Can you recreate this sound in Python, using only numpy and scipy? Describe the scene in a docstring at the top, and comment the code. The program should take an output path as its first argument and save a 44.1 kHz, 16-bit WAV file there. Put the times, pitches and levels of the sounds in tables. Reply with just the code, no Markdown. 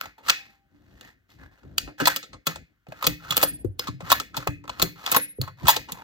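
"""A magazine scrapes and clicks into a bolt-action rifle, then the bolt is worked three times.
Steel parts slide, snap against their stops and ring. The rifle rocks on a carpeted floor and its
stock thumps. Two ejected brass rounds ring as they tumble through the air, then thud on the carpet.
A small room echoes, and a microphone with two openings (ports) hears it all in stereo."""
import sys
import numpy as np
from scipy import signal
from scipy.fft import rfft, irfft, next_fast_len
from scipy.io import wavfile
from scipy.ndimage import uniform_filter1d

SR = 44100
rng = np.random.default_rng(int(sys.argv[2]) if len(sys.argv) > 2 else 0)


def unload_wav(signal):
    """Save mono or channel-first audio to the path in sys.argv[1] as 16-bit WAV at rate SR, clipped to [-1, 1]."""
    wavfile.write(
        sys.argv[1],
        SR,
        np.round(np.clip(np.atleast_2d(signal).T, -1, 1) * 32767).astype(np.int16),
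    )


N = 265923

# Movements of magazine, hand and bolt:
# start_s, length_s, end_friction_db, swell_db, end_hollow_hz, end_brightness_db
STROKES = [(0, .1, -56, -19, 1320, -4), (0.22, .07, -31, 29, 1200, 3),
           (0.362, .19, -61.5, -6.5, 1736, -1.5), (0.698, .3, -59, 12.5, 1750, -3),
           (1.01, .08, -52.5, 0, 1820, -2), (1.282, .08, -64, -2.5, 2015, 3.5),
           (1.368, .075, -48.5, 11.5, 1616, -9), (1.503, 0.28, -60.5, 0.5, 1510, -8),
           (1.977, .13, -31.5, 8, 1480, 0.5), (2.462, 0.051, -42.5, -11, 1310, 0),
           (2.886, .2, -40, 18, 1205, -2.5), (3.18, .25, -28.5, 24.5, 1245, 1),
           (3.793, .09, -50.5, -10, 1400, 0.5), (3.996, 0.16, -34.5, 17, 1096, -2),
           (4.349, .1, -45.5, -3.5, 1243, -2.5), (4.67, .19, -43.5, 9, 1187, -3.5),
           (4.947, .21, -29, 24, 1106, 2.5), (5.408, 0.031, -41, 3.5, 1106, -4.5),
           (5.56, .18, -30.5, 28, 949, 1.5), (5.874, .15, -46, 0, 943, -9)]
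# The tones at which the rifle's steel likes to ring: pitch_hz, width_hz, level_db
STEEL_TONES = [(528, 30, -8.5), (867, 34, -7), (1069, 37, -5.5), (1310, 95, -0.5), (2564, 150, 2),
               (2884, 130, -2), (3408, 120, 2), (3760, 390, -5), (4190, 430, -1), (4808, 110, -5),
               (6720, 360, -8.5), (7970, 170, -5.5), (12000, 350, -3.5), (13400, 450, -16),
               (13540, 240, -7.5), (17400, 300, -3)]
# How far the left port lags behind the right: frequency_hz, lag_radians
PORT_LAG = [(0, 0), (400, .6), (900, 1.2), (1500, 1.3), (2300, 2.6), (3300, 6.2), (4500, 6.7), (6500, 7.6),
            (8000, 8.6), (9500, 9.4), (11000, 9.9), (12500, 11), (14200, 12.57)]


def amp(db):
    """Turns decibels into a number to multiply by."""
    return 10 ** (np.asarray(db) / 20)


def unit(x):
    """Scales a signal to an average (rms) level of 1."""
    return x / np.sqrt(np.mean(x ** 2) + 1e-20)


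def read(points, hz):
    """Looks up values between a table's rows, on a logarithmic frequency scale."""
    f, value = np.transpose(points)
    return np.interp(np.log(hz + 1), np.log(f + 1), value)


def fade(t, fade_s):
    """Dies away by 60 dB in fade_s seconds."""
    return np.exp(-np.log(1000) * t / max(fade_s, 1e-3))


def add(mix, start_s, sound):
    """Mixes a sound in at its start time."""
    part = mix[:, max(round(start_s * SR), 0):][:, :sound.shape[-1]]
    part += sound[..., :part.shape[1]]


def unsteady(size, span_s, depth_db):
    """A gain that wanders at random, changing over about span_s."""
    width = max(round(span_s * SR), 2)
    wander = uniform_filter1d(uniform_filter1d(rng.standard_normal(size), width), width)
    return amp(depth_db * np.clip(unit(wander), -2, 2))


def port_lag(hz):
    """The left port's lag in radians at this frequency."""
    return np.interp(hz, *np.transpose(PORT_LAG))


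def ports(pair, colour):
    """Turns two unrelated noises into what the ports hear; colour gives each frequency's gain."""
    # How alike the ports sound: frequency_hz, likeness (0 to 1)
    likeness = [(100, 0.95), (400, 0.22), (1000, 0.9), (2000, 0.93), (2700, 0.77), (3500, 0.28),
                (5500, 0.22), (7000, 1), (9000, 0.99), (10500, 0.99), (12500, 0.46), (14500, 1)]
    # How much louder the left port is: frequency_hz, level_db
    balance = [(50, 3), (200, 3), (700, 3), (1400, 0), (2800, 1), (5000, 0), (15000, -0.5)]
    size = pair.shape[1]
    hz = np.fft.rfftfreq(size, 1 / SR)
    common, separate = rfft(pair)
    like = np.clip(read(likeness, hz), 0, 1)
    side = amp(read(balance, hz) / 2)
    left = (like * common + np.sqrt(1 - like ** 2) * separate) * np.exp(-1j * port_lag(hz))
    return irfft(np.array([left * side, common / side]) * colour(hz), size)


def peak(f, hz, width_hz):
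    """One resonance: passes frequencies near hz and weakens the rest."""
    return 1 / (1 + 2j * (f - hz) / width_hz)


def steel_colour(f):
    """The rifle's steel boosts sound near its own tones."""
    return 1 + sum(amp(db) * peak(f, hz, width) for hz, width, db in STEEL_TONES)


def hand_motion(t, grip_s=0.022, release_s=0.18, sag_hz_per_s=800):
    """The hand moves each part: gives push (0 to 1), friction, hollow pitch and brightness."""
    start, length, db, swell_db, end_hz, end_bright_db = np.transpose(STROKES)[:, :, None]
    to_go = np.clip(start + length - t, 0, length)
    push = np.clip((t - start) / grip_s, 0, 1) * fade(np.maximum(t - start - length, 0), release_s)
    speed_db = -swell_db * to_go / length
    friction = push * amp(db + speed_db) + 1e-12
    share = friction / friction.sum(0)
    hollow_hz = (share * (end_hz + sag_hz_per_s * to_go)).sum(0)  # falls as the part travels
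    bright_db = (share * (end_bright_db + 0.23 * speed_db)).sum(0)  # faster is brighter
    return push.max(0), friction.sum(0), hollow_hz, bright_db


def sliding(catches_per_s=900, catch_s=.0006, stutter_db=2.0, hollow_db=10, level_db=-1):
    """Rubbing parts catch and slip, sounding through the steel; a hollow tone moves with them."""
    # The tone of the rubbing: frequency_hz, level_db
    rub_colour = [(150, -11.5), (400, -10), (800, -2), (1250, -7), (1800, -1), (2400, -6.5), (3500, -9.5),
                  (6000, -11.5), (10000, -18.5), (13500, -16), (16000, -26.5)]
    catches = (rng.random(N) < catches_per_s / SR) * np.minimum(rng.exponential(1, N), 2)
    grip = 1 + signal.lfilter([1], [1, -np.exp(-1 / (catch_s * SR))], catches)
    stutter = unit(uniform_filter1d(uniform_filter1d(rng.standard_normal(N), 300), 200))
    grip *= amp(stutter_db * stutter)
    rub = ports(rng.standard_normal((2, N)) * grip, lambda f: steel_colour(f) * amp(read(rub_colour, f)))
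    f, t, spectrum = signal.stft(rub, SR, nperseg=512)
    _, friction, hollow_hz, bright_db = hand_motion(t)
    pressed = np.clip((20 * np.log10(friction) + 62) / 12, .15, 1)  # a light touch barely rings
    hollow = 1 + pressed * amp(hollow_db) * abs(peak(f[:, None], hollow_hz, width_hz=200)) ** 2
    treble = amp(bright_db * np.clip((f[:, None] - 1500) / 1500, 0, 1))
    scrape = signal.istft(spectrum * hollow * treble, SR, nperseg=512)[1][:, :N]
    return amp(level_db) * unit(scrape) * np.interp(np.arange(N) / SR, t, friction)


def contacts(bounce_db=-2.5, tick_db=-12, tick_fade_s=0.041):
    """Lists every steel hit, any bounce after it, and two faint ticks along each stroke."""
    # Steel meeting steel: start_s, level_db (at 2-8 kHz), body_db, clack_db, zing_db (all three
    # added to level_db), fade_s, hollow_hz, bounce_after_s (0 for none)
    hits = [(0.0046, -36, -18.5, 1, -3.5, 0.0071, 1340, 0.0011),
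            (0.0552, -47.5, -6, 7, -8.5, .034, 734, 0.00051),
            (0.1783, -59.5, 7, 9, -7.5, 0.18, 890, 0.0012),
            (0.2831, -27, -15.5, 1.5, -10, 0.1, 1350, 0.00064),
            (0.2969, -14.5, -31.5, -7.5, -11, 0.015, 1470, .005),
            (1.0096, -47.5, -3.5, -3.5, -9, 0.035, 1635, 0), (1.632, -68, 12, 11, -15, .04, 1410, 0),
            (1.7809, -19, -27, -12.5, -5, 0.018, 1360, 0), (1.8732, -53, 8.5, 12.5, -26.5, 0.12, 680, 0),
            (1.9993, -31, 3, 8, -9.5, 0.11, 1615, .006),
            (2.055, -20.5, -19.5, -8.5, -13, 0.052, 1930, 0.0019),
            (2.0717, -18.5, -28.5, 3.5, 0, 0.024, 1050, .0066),
            (2.161, -27.5, -13.5, -8, -1.5, 0.051, 1290, 0.00044),
            (2.227, -39, -8.5, -6, -27, 0.11, 1340, 0), (2.3303, -46.5, 1.5, 3.5, -26, 0.094, 1195, 0),
            (2.4679, -23, -5.5, -3.5, -4, 0.042, 1240, .0035), (2.5577, -40, -6, 1.5, -11, 0.047, 670, 0),
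            (2.8668, -64, 13, 13.5, -18, 0.053, 726, 0), (2.8847, -60.5, 13.5, 0.5, -4.5, 0.066, 1820, 0),
            (2.921, -50.5, 8, 12.5, -8, 0.034, 600, 0), (3.025, -37, -13, 8.5, -1, 0.055, 1220, 0.00055),
            (3.0409, -28.5, -2.5, -1, -20, 0.086, 1090, 0.00095),
            (3.067, -18, -6, -7.5, -1, 0.027, 1250, .004), (3.3067, -21.5, -22.5, -11, -7, 0.043, 1200, 0),
            (3.3216, -29.5, -21, 2.5, -9.5, 0.052, 1210, 0),
            (3.3676, -21.5, -5.5, -4.5, 3.5, 0.028, 1270, .009),
            (3.4147, -31.5, -11, -13.5, -2, 0.024, 1290, .006),
            (3.4281, -21, -0.5, .5, 2, 0.035, 743, .0058), (3.6454, -62, 1, 8.5, 5.5, .047, 688, 0.002),
            (3.7932, -27.5, -8, -7, -4, 0.027, 1154, 0), (3.8705, -36, -15, 3.5, -13, 0.075, 1130, .01),
            (4.0045, -47.5, 9, 8, -12.5, 0.076, 680, 0), (4.1, -22.5, -10.5, -1.5, -9, 0.08, 1290, .009),
            (4.1172, -17, -13, 4.5, 1, 0.031, 1060, .0076), (4.199, -28, -9, -1, -7, 0.051, 1250, 0),
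            (4.343, -44, -1.5, 9, -21, 0.075, 1340, 0), (4.3673, -29.5, -4.5, -2, -3.5, 0.047, 930, .006),
            (4.4263, -55, -4.5, 16, -15.5, 0.032, 1270, 0), (4.4729, -30, -3, 6.5, -4, 0.034, 1170, 0),
            (4.6394, -59.5, 11.5, 12, -12, 0.041, 927, .0136),
            (4.6774, -49, 1, 6.5, -8.5, .041, 1030, 0.00017),
            (4.6937, -37, -10.5, 5.5, -16.5, 0.031, 940, .004),
            (4.796, -30, -3.5, 0, -11.5, 0.056, 1340, 0.00073),
            (4.8175, -25.5, -11, -7, -12, 0.018, 1170, 0.00011),
            (4.8225, -17.5, -15, -8, 0.5, 0.045, 690, 0), (5.062, -26, -30, -6, -10, 0.033, 1350, 0),
            (5.0749, -35, -14, 4, -30, 0.026, 990, 0), (5.116, -24.5, -4.5, -4, 5, 0.039, 1300, .0066),
            (5.145, -25, -17, 5.5, -6, 0.039, 1026, 0.0041), (5.1638, -23.5, -1, 5, 0.5, 0.039, 1040, .003),
            (5.4142, -37, -2.5, -16, 2.5, 0.03, 1300, 0.00027),
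            (5.4752, -51.5, -1.5, 13.5, -5.5, 0.071, 1070, 0.0015),
            (5.6527, -43.5, -10, 10, -10, 0.12, 1210, 0.00047),
            (5.6691, -26, -28, -2.5, -15, 0.062, 920, .006),
            (5.6818, -14.5, -19.5, 1, 0.5, 0.072, 933, .008), (5.7018, -20.5, -28, -15, 2.5, .12, 930, 0),
            (5.7632, -26, -5, -3, -7, 0.043, 905, 0.00097), (5.8855, -47, 1, 5.5, -26, 0.1, 950, 0.003),
            (5.92, -35, -11, -28, 3.5, 0.041, 1020, 0)]
    rows = []
    for start, db, *tone, bounce_after in hits:
        rows.append((start, db, *tone))
        if bounce_after > 0:
            rows.append((start + bounce_after, db + bounce_db, *tone))
    tick_colour_db = (4.5, 8, -8)  # body, clack, zing
    for start, length, db, swell_db, hz, _ in STROKES:
        for along in rng.random(2):
            friction_db = db - swell_db * (1 - along)
            rows.append((start + along * length, friction_db + tick_db, *tick_colour_db, tick_fade_s, hz))
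    return rows


def clicks(lead_db=-22, hollow_db=11, favoured_db=4, ring_db=-24):
    """Parts scrape together, then chatter in a clump of tiny impacts; brief hits start most sharply."""
    # Borders of the body, clack, steel and zing bands: frequency_hz
    edges = [180, 600, 2000, 8000, 15800]
    bands = [signal.butter(3, pair, "band", fs=SR, output="sos") for pair in zip(edges, edges[1:])]
    stretches, trims_db = [1.9, 0.91, 0.96, 0.54], [-2.6, 0.032, 0.043, 0.053]  # the body lasts longest
    out, t = np.zeros((2, N)), np.arange(-512, 5632) / SR
    f, after = np.fft.rfftfreq(len(t), 1 / SR), np.maximum(t, 0)
    steel = steel_colour(f)
    steel_pitches = [hz for hz, _, _ in STEEL_TONES if edges[2] < hz < edges[3]]
    energy_scale = np.sqrt(.01 * SR / len(t))  # levels count a hit's energy as spread over 10 ms
    for start, db, body, clack, zing, fade_s, hollow_hz in contacts():
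        favoured = amp(favoured_db) * peak(f, rng.choice(steel_pitches), width_hz=200)
        hollow = amp(hollow_db) * peak(f, hollow_hz, width_hz=90)
        approach = amp(lead_db) * np.exp(-abs(t) / (0.097 * fade_s))
        rise = 1 - np.exp(-(after / max(0.012 * fade_s, .0006)) ** 2)
        grains = rng.standard_normal((2, len(t))) * unsteady(len(t), span_s=0.00042, depth_db=3)
        chatter = ports(grains, lambda hz: steel * (1 + hollow + favoured))
        for band, band_db, stretch, trim_db in zip(bands, (body, clack, 0, zing), stretches, trims_db):
            decay = fade(after, fade_s * stretch) + amp(ring_db) * fade(after, fade_s=.05)
            hit = signal.sosfilt(band, chatter * (approach + rise * decay))
            add(out, start + t[0], amp(db + band_db + trim_db) * unit(hit) * energy_scale)
    return out


def with_ringing(hits, ring_db=-5):
    """The steel rings on for a few hundredths of a second after each hit."""
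    size = next_fast_len(N + SR // 4)
    f = np.fft.rfftfreq(size, 1 / SR)
    tones = sum(peak(f, hz, width_hz=55) for hz, _, _ in STEEL_TONES)
    return hits + amp(ring_db) * irfft(rfft(hits, size) * tones, size)[:, :N]


def pings(beat_hz=9, twin_gain=0.36, rise_s=.0005):
    """Small steel parts ring with two close tones that waver against each other."""
    # Parts such as the magazine catch and spring: start_s, level_db, pitch_hz, fade_s
    small_parts = [(0.3, -54.5, 790, 2.2), (0.3, -63, 1310, .7), (0.25, -59, 1967, .4),
                   (0.299, -16, 3150, 0.018), (1.783, -14, 4560, 0.021), (1.782, -46, 4400, .18),
                   (3.796, -20.5, 5060, 0.046), (5.415, -7, 4260, 0.0068), (5.685, -4, 937, 0.057)]
    out, t = np.zeros((2, N)), np.arange(SR // 2) / SR
    window = (1 - np.exp(-t / rise_s)) * (1 - (t / t[-1]) ** 2)
    for start, db, hz, fade_s in small_parts:
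        phase = 2 * np.pi * hz * t - np.array([[port_lag(hz)], [0]])
        pair = np.sin(phase) + twin_gain * np.sin(phase + 2 * np.pi * beat_hz * t)
        add(out, start, amp(db) * pair / (1 + twin_gain) * fade(t, fade_s) * window)
    return out


def rocking(rest_db=-72.5, push_db=-66):
    """The rifle rumbles on its rest, swelling when the hand shifts its weight or pushes a part."""
    # Shifts of weight: middle_s, length_s, level_db
    shifts = [(0.953, 0.71, -60.5), (1.446, 0.26, -51.5), (1.71, 0.22, -43.5), (1.83, 0.28, -49),
              (2.342, 0.14, -52), (2.583, .14, -48.5), (3.102, 0.16, -41), (3.5, 0.7, -48),
              (4.103, 0.92, -52), (4.723, 0.23, -50.5), (4.85, 0.14, -42), (5.652, 0.11, -40),
              (5.807, 0.31, -50.5)]
    # The tone of the rumble: frequency_hz, level_db
    rumble_colour = [(20, -17), (50, 4), (110, 1), (160, -5.5), (300, -3.5), (450, -18.5), (700, -19),
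                     (2000, -72)]
    t = np.arange(N // 256 + 2) * 256 / SR
    push = hand_motion(t)[0]
    level = amp(rest_db) + amp(push_db) * push
    for middle, length, db in shifts:
        level += amp(db) * np.cos(np.pi * np.clip((t - middle) / length, -.5, .5)) ** 2
    rumble = steady_noise(rumble_colour) * unsteady(N, span_s=0.036, depth_db=3.5)
    return np.interp(np.arange(N) / SR, t, level) * rumble


def thumps(rise_cycles=0.44, roughness=0.5, boom_lag_s=.003, boom_fade_s=0.13):
    """Each dull blow is a ragged knock and a low boom; lower pitches swell more slowly."""
    # Stock, hand and rounds on the carpet: start_s, knock_db, knock_hz, knock_fade_s, boom_db, boom_hz
    blows = [(0.744, -52, 282, 0.088, -72, 150), (1.65, -37.5, 292.4, 0.035, -51.5, 131),
             (1.877, -31, 314, .095, -47.5, 150), (2.014, -23.5, 279, 0.1, -31, 166),
             (2.471, -46, 385, .034, -30.5, 160), (2.884, -31.5, 159, 0.033, -52.5, 110),
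             (3.07, -22.5, 395, 0.038, -26.5, 162), (3.306, -26.5, 161, 0.046, -55.5, 110),
             (3.431, -26, 557, 0.1, -39, 135), (3.508, -35.5, 295, 0.088, -36, 158),
             (3.646, -11, 338, 0.045, -19, 96), (3.886, -22.5, 241, 0.041, -26.5, 113),
             (3.938, -42.5, 273, .06, -32, 135), (4.027, -35, 166.5, 0.13, -39, 79),
             (4.375, -28.5, 152, 0.055, -50.5, 85), (4.471, -16, 540, 0.023, -33.5, 160),
             (4.48, -42, 289.5, 0.62, -25.5, 87), (4.824, -23, 382, 0.11, -24.5, 167),
             (5.161, -19.5, 172, 0.045, -53, 110), (5.386, -25.5, 409, 0.041, -20.5, 133),
             (5.635, -20.5, 142.6, 0.062, -37, 85), (5.915, -51, 293, 0.056, -34.5, 186)]
    out, t = np.zeros((2, N)), np.arange(SR // 3) / SR
    f = np.fft.rfftfreq(len(t), 1 / SR)
    side_lag, side_gain = np.array([[.9], [0]]), amp([[1.2], [-1.2]])  # left, right
    for start, *knock, boom_db, boom_hz in blows:
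        for delay, db, hz, fade_s in (0, *knock), (boom_lag_s, boom_db, boom_hz, boom_fade_s):
            near_pitch = np.exp(-((f - hz) / (.45 * hz)) ** 2)
            ragged = unit(irfft(rfft(rng.standard_normal((2, len(t)))) * near_pitch, len(t)))
            tone = np.sin(2 * np.pi * hz * t - side_lag) * side_gain
            swell = 1 - np.exp(-(t * hz / rise_cycles) ** 2)
            add(out, start + delay, amp(db) * (tone + roughness * ragged) * swell * fade(t, fade_s))
    return out


def flying_brass(swing_depth=0.8):
    """An ejected round rings, its loudness swinging as it tumbles."""
    # Rounds in the air: start_s, level_db, pitch_hz, fade_s, tumble_hz
    rounds = [(3.433, -18.5, 10480, 0.36, 17), (5.164, -18, 10610, 0.34, 13.9)]
    # A round's higher tones: pitch_multiple, relative_db, fade_s
    overtones = [(1.244, -7.5, 0.16), (1.262, -4.5, 0.11), (1.425, -18.5, .13)]
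    out, t = np.zeros((2, N)), np.arange(SR // 2) / SR
    for start, db, pitch_hz, main_fade_s, tumble_hz in rounds:
        swing = 1 + swing_depth * np.cos(2 * np.pi * tumble_hz * t)
        for multiple, relative_db, fade_s in [(1, 0.0084, main_fade_s)] + overtones:
            hz = pitch_hz * multiple
            tone = np.sin(2 * np.pi * hz * t - np.array([[port_lag(hz)], [0]]))
            add(out, start, amp(db + relative_db) * swing * fade(t, fade_s) * tone)
    return out


def room_echo(sound, first_echo_s=0.0055, build_s=0.0056, echo_db=1, waves_db=-1):
    """A small room returns a blur of echoes, and low tones linger between its walls."""
    # The blur of echoes: frequency_hz, level_db, fade_s
    echoes = [(100, 0.5, 0.5), (302, -13, 0.11), (579.4, -12.5, 0.18), (1150, -13.5, 0.031),
              (2015, -3, 0.37), (3020, -15.5, 0.3), (5000, -12.5, 0.28), (7800, -14.5, 0.22),
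              (11000, -16, .22), (14990, -16.5, 0.25)]
    # The room's low standing waves: pitch_hz, level_db, fade_s
    standing_waves = [(83, -15, 0.38), (113, -22, 0.56), (172, -8, 0.13), (298, -4, 0.32),
                      (507.5, -12.5, 0.12)]
    t, rows = np.arange(SR) / SR, np.array(echoes)
    f, times, spectrum = signal.stft(rng.standard_normal((2, SR)), SR, nperseg=256)
    level = amp(read(rows[:, :2], f)[:, None] + echo_db)
    decay_rate = np.log(1000) / read(rows[:, ::2], f)[:, None]
    spectrum = spectrum * level * np.sqrt(2 * decay_rate / SR) * np.exp(-decay_rate * times)
    blur = signal.istft(spectrum, SR, nperseg=256)[1][:, :SR]
    tail = ports(blur * np.clip((t - first_echo_s) / build_s, 0, 1), np.ones_like)
    side_lag = np.array([[1.2], [0]])
    for hz, db, fade_s in standing_waves:
        gain = amp(db + waves_db) * 10 * np.log(1000) / (fade_s * SR)
        tail += gain * fade(t, fade_s) * np.sin(2 * np.pi * hz * t - side_lag)
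    return signal.fftconvolve(sound[1:], tail, axes=1)[:, :N]


def steady_noise(colour):
    """Stereo noise shaped by a table of frequency_hz, level_db."""
    return unit(ports(rng.standard_normal((2, N)), lambda f: amp(read(colour, f))))


def room_hush(level_db=-77):
    """The faint, even noise of a still room."""
    # The tone of the hush: frequency_hz, level_db
    hush_colour = [(20, -8), (55, -2.5), (150, -6.5), (400, -31.5), (1500, -5), (5000, -23.5),
                   (16000, -25.5)]
    return amp(level_db) * steady_noise(hush_colour)


def scene(brass_echo_db=-12):
    """The rifle in its room; the rounds fly close to the microphone, so they have little echo."""
    rifle = sliding() + thumps() + pings() + with_ringing(clicks())
    rounds = flying_brass()
    echo = room_echo(rifle + amp(brass_echo_db) * rounds)
    return rifle + rounds + echo + rocking() + room_hush()


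def record(dry, lowest_hz=42, highest_hz=16100, ceiling=.95):
    """The microphone drops deep bass, gently squashes loud peaks and cuts the highest treble."""
    bass_cut = signal.sosfilt(signal.butter(4, lowest_hz, "high", fs=SR, output="sos"), dry)
    squashed = bass_cut / (1 + (bass_cut / ceiling) ** 4) ** (1 / 4)
    treble_filter = signal.firwin(301, highest_hz, window=("kaiser", 9), fs=SR)
    return signal.oaconvolve(squashed, treble_filter[None], "same")


dry = scene()
out = record(dry)
unload_wav(out)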